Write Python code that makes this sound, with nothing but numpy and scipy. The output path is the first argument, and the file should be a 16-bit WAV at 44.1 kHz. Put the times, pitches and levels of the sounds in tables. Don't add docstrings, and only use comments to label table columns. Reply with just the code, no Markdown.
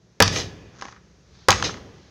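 import sys
import numpy as np
from scipy import signal
from scipy.fft import rfft, irfft, next_fast_len
from scipy.io import wavfile

SR = 44100
rng = np.random.default_rng(int(sys.argv[2]) if len(sys.argv) > 2 else 0)


def persist_wave(psi):
    counts = np.round(np.clip(psi, -1, 1) * 32767).astype(np.int16)
    wavfile.write(sys.argv[1], SR, np.atleast_2d(counts).T)


N = 92610

# (f/Hz, level/dB)
HUSH_SPECTRUM = [(20, -28.5), (40, -17.5), (62, 5.5), (90, -5.5), (125, 1.5), (145, -5), (180, 1),
                 (240, -12.5), (380, -8.5), (800, -21.5), (1900, -24), (3000, -28.5), (6000, -24),
                 (16000, -32)]
# (t/s, knock level/dB, panel pitch/Hz, thump level/dB, thump t60/s)
BLOWS = [(0.2031, 0, 613, -15, .65), (1.4846, -2.5, 678, -18.5, 0.44)]
# (t/s, ring level/dB, crack level/dB, ring t60/s, panel pitch/Hz)
SNAPS = [(0.2025, -6, 3.5, 0.032, 1840), (0.2195, -6.5, -9, 0.012, 1270), (0.2236, -6.5, 8, 0.029, 1300),
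         (0.2323, -37, -11, 0.024, 1100), (0.2784, -28.5, -7, 0.044, 1100),
         (0.3607, -26.5, -33, 0.067, 2000), (1.4851, -1.5, 3, 0.032, 1110), (1.494, -9.5, -9, 0.05, 1030),
         (1.5048, -42, 4.5, 0.013, 1410), (1.514, -11.5, -25, 0.019, 980), (1.5177, -18, -5, .022, 2200),
         (1.526, -9, -9.5, 0.015, 1580), (1.599, -25, -32, 0.019, 1450), (1.6251, -12, -12, 0.015, 1360),
         (1.693, -23.5, -36, 0.024, 1400), (1.7405, -33, -35, 0.033, 1516), (1.771, -39.5, -38, 0.04, 1500),
         (0.8126, -36, -26.5, 0.014, 1560), (0.822, -23, -25.5, 0.028, 956),
         (0.8532, -28.5, -32, 0.022, 900), (0.8834, -34, -38, 0.024, 1060),
         (0.9247, -45.5, -38, 0.065, 1300), (0.962, -46, -52.5, 0.065, 1570)]
# (f/Hz, level/dB, t60 as a multiple of the event's t60)
CUP_MODES = [(430, -3, 0.66), (485, 3.5, 0.69), (514, 2, 1.4), (794, 0, 1.63), (926, -2.5, 0.53),
             (987, -3, 1.7), (1100, -4.5, 1.2), (1152, -6, 2), (1250, -1, 0.98), (1443, -7, 0.65),
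             (1726, -9, 0.77), (1891, -7.5, 0.9), (2006, -9.5, 1.4), (2496, -4, 0.79)]
MATTRESS_MODES = [(48, -13.5, 0.55), (70, -13.5, 0.65), (96.6, -0.5, 1), (118.8, -9, .8), (165.9, -12, 1.4),
                  (188.8, -4.5, .35), (203.8, -11, 0.87)]
# (f/Hz, level/dB)
FLEX_SPECTRUM = [(60, -12.5), (190, 8.5), (310, 2.5), (450, -1), (680, -8), (1300, -4), (1800, 1.5),
                 (2200, -6), (2800, -7.5), (4000, -11.5), (8000, -20.5)]
CRACK_SPECTRUM = [(300, -17), (1500, -7), (3000, -3.5), (5200, -2.5), (6800, -4), (9000, -5.5),
                  (16000, -17)]
RUMBLE_SPECTRUM = [(25, -22.5), (48, -10.5), (65, -4), (125, -4.5), (250, -11.5), (400, -11.5), (700, -20),
                   (2000, -35)]
# (f/Hz, t60/s)
ROOM_T60 = [(80, 0.2), (400, 0.2), (1500, 0.32), (6000, 0.48), (12000, 0.23)]
# (f/Hz, level/dB)
LATE_SPECTRUM = [(60, -3), (170, 11.5), (300, 5.5), (700, -6), (1900, -0.5), (3000, 1.5), (7000, -21),
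                 (16000, -33)]
# (t/s, level/dB, rise/s, hold/s, relative sizzle level/dB)
RATTLES = [(0.321, -28, 0.005, 0.034, 0), (.355, -26, 0.0058, 0.041, -8.5),
           (1.636, -21.5, 0.0053, 0.018, -21)]
# (f/Hz, bandwidth/Hz, level/dB)
SPRING_MODES = [(493.5, 8.3, 9), (910, 14, -29), (1140, 5.3, -12), (1190, 17, -15), (1893, 67, -2),
                (2437, 18, 3), (2946, 80, -3.5), (3790, 12, 5), (4065, 33, 3), (4980, 19, 2.5),
                (5490, 33, 2.5), (6380, 39, -2.5), (6240, 22, 5), (6360, 72, -17)]
# (f/Hz, level/dB)
JANGLE_SPECTRUM = [(60, -9), (200, 1), (480, 6.5), (800, -3), (1200, -2), (1600, -6.5), (3000, 0),
                   (4500, -2), (6400, -2.5), (9000, -7.5), (16000, -23.5)]
SIZZLE_SPECTRUM = [(4000, -40), (8000, -2), (11500, -4), (16000, -12)]
# (peak t/s, level/dB, Gaussian width/s)
CRINKLES = [(.845, -44.5, 0.056)]
SWISHES = [(1.41, -52.5, 0.081), (2.08, -56, 0.16)]
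# (f/Hz, level/dB)
CRINKLE_SPECTRUM = [(100, 5), (550, 6), (1500, 10.5), (2500, -2), (4000, -2), (6500, 4), (9000, -16),
                    (16000, -26.5)]
SWISH_SPECTRUM = [(100, 20), (500, 3), (1500, 6.5), (2800, 1.5), (4200, 8), (6500, 2.5), (16000, -23)]
# (f/Hz, gain/dB)
MIC_RESPONSE = [(20, -8), (50, -2.5), (6500, -2), (7200, -11.5), (8200, -22.5), (10000, -24.5),
                (16000, -29)]

CONTACT_ATTACK_S = 0.00026


def amp(db):
    return 10 ** (np.asarray(db) / 20)


def unit(x):
    return x / np.sqrt(np.mean(x ** 2) + 1e-20)


def along(points, hz):
    f, v = np.transpose(points)
    return np.interp(np.log(hz + 1), np.log(f + 1), v)


def since(s):
    return np.maximum(np.arange(N) / SR - s, 0)


def fade(t, attack, t60):
    return (1 - np.exp(-t / attack)) * amp(-60 * t / t60)


def coloured(x, spectrum):
    m = 2 * next_fast_len(N)
    cepstrum = irfft(np.log(amp(along(spectrum, np.fft.rfftfreq(m, 1 / SR)))))
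    cepstrum[1:m // 2] *= 2
    cepstrum[m // 2 + 1:] = 0
    return irfft(rfft(x, m) * np.exp(rfft(cepstrum)))[:N]


def noise(spectrum):
    return unit(coloured(rng.standard_normal(N), spectrum))


def ticks(per_s):
    return (rng.random(N) < per_s / SR) * rng.standard_normal(N)


def ring(modes, t, attack, t60):
    out = np.zeros(len(t))
    for k, (hz, db, share) in enumerate(modes):
        gain = (-1) ** k * amp(db + rng.standard_normal())
        out += gain * np.sin(2 * np.pi * hz * t) * fade(t, attack, t60 * share)
    return out / np.sqrt(sum(amp(db) ** 2 for _, db, _ in modes) / 2)


def burst(colour_db, t, t60):
    gain = amp(colour_db(np.fft.rfftfreq(len(t), 1 / SR)))
    x = irfft(rfft(rng.standard_normal(len(t))) * gain, len(t))
    envelope = fade(t, CONTACT_ATTACK_S, t60)
    return x * envelope * np.linalg.norm(envelope) / np.linalg.norm(x * envelope)


def swells(rows):
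    return sum(amp(db) * np.exp(-.5 * ((since(0) - s) / width) ** 2) for s, db, width in rows)


def add(out, s, sound):
    part = out[round(s * SR):][:len(sound)]
    part += sound[:len(part)]


def hush(steady_db=-52, rise_db=4, rise_s=0.17):
    return amp(steady_db - rise_db * np.exp(-since(0) / rise_s)) * noise(HUSH_SPECTRUM)


def wall(t, t60, panel_hz, depth_db=15.5, width_oct=0.65, bass_db_per_oct=1.5):
    def emphasis_db(hz):
        octaves = np.log2((hz + 1) / panel_hz)
        bell = np.exp(-.5 * (octaves / width_oct) ** 2)
        return depth_db * (bell - 1) + bass_db_per_oct * np.minimum(octaves + 1, 0)
    modes = [(hz, db + emphasis_db(hz), share) for hz, db, share in CUP_MODES]
    ringing = ring(modes, t, CONTACT_ATTACK_S, t60)
    flexing = burst(lambda hz: along(FLEX_SPECTRUM, hz) + emphasis_db(hz), t, t60)
    return ringing + amp(0.5) * flexing


def crack(t, db, knee_hz=6500):
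    db_per_oct = .3 * min(db, 0)
    def colour_db(hz):
        return along(CRACK_SPECTRUM, hz) + db_per_oct * np.log2(np.maximum(hz / knee_hz, 1))
    return amp(db) * burst(colour_db, t, t60=0.013)


def cup():
    out = np.zeros(N)
    t = np.arange(round(.25 * SR)) / SR
    for s, db, panel_hz, _, _ in BLOWS:
        add(out, s, amp(db) * wall(t, t60=0.037, panel_hz=panel_hz))
    for s, ring_db, crack_db, t60, panel_hz in SNAPS:
        add(out, s, amp(ring_db) * wall(t, t60, panel_hz) + crack(t, crack_db))
    return out


def room(x, rise_s=0.0027):
    hz, t, bands = signal.stft(rng.standard_normal(N), SR, nperseg=256)
    decay = amp(-60 * t / along(ROOM_T60, hz)[:, None])
    short = signal.istft(bands * decay, SR, nperseg=256)[1][:N]
    short *= 1 - np.exp(-since(0) / rise_s)
    late = noise(LATE_SPECTRUM) * fade(since(0), rise_s, t60=1.43)
    tail = amp(-11) * short / np.linalg.norm(short) + amp(-30.5) * late / np.linalg.norm(late)
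    return signal.fftconvolve(x, tail)[:N]


def mattress():
    rumble = amp(-22.5) * noise(RUMBLE_SPECTRUM)
    out = np.zeros(N)
    for s, _, _, db, t60 in BLOWS:
        t = since(s)
        thump = amp(db) * ring(MATTRESS_MODES, t, attack=0.0066, t60=t60)
        out += thump + rumble * fade(t, attack=0.054, t60=1.154)
    return out


def rattle(contacts_per_s=12000, t60=.22):
    contacts = unit(coloured(unit(ticks(contacts_per_s)), JANGLE_SPECTRUM))
    sizzle = noise(SIZZLE_SPECTRUM)
    f = np.fft.rfftfreq(N, 1 / SR)
    response = sum((-1) ** k * amp(db) * 1j * f * width / (hz * hz - f * f + 1j * f * width)
                   for k, (hz, width, db) in enumerate(SPRING_MODES))
    springs = unit(irfft(rfft(ticks(contacts_per_s)) * response, N))
    jangle = unit(contacts + amp(-2.5) * springs)
    out = np.zeros(N)
    for s, db, rise, hold, sizzle_db in RATTLES:
        envelope = amp(db - 60 * since(s + rise + hold) / t60) * np.minimum(since(s) / rise, 1)
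        out += envelope * (jangle + amp(sizzle_db) * sizzle)
    return out


def crinkle():
    return swells(CRINKLES) * unit(coloured(ticks(per_s=2100), CRINKLE_SPECTRUM))


def swish():
    return swells(SWISHES) * noise(SWISH_SPECTRUM)


def scene():
    plastic = cup()
    return (plastic + room(plastic) + mattress() + rattle() + crinkle() + swish() + hush())[None]


def record(dry, clip_level=0.66, cutoff_hz=16400):
    x = coloured(dry[0], MIC_RESPONSE)
    clipped = x / (1 + np.abs(x / clip_level) ** 12) ** (1 / 12)
    lowpass = 1 / (1 + (np.fft.rfftfreq(2 * N, 1 / SR) / cutoff_hz) ** 120)
    return irfft(rfft(clipped, 2 * N) * lowpass)[None, :N]


dry = scene()
out = record(dry)
persist_wave(out)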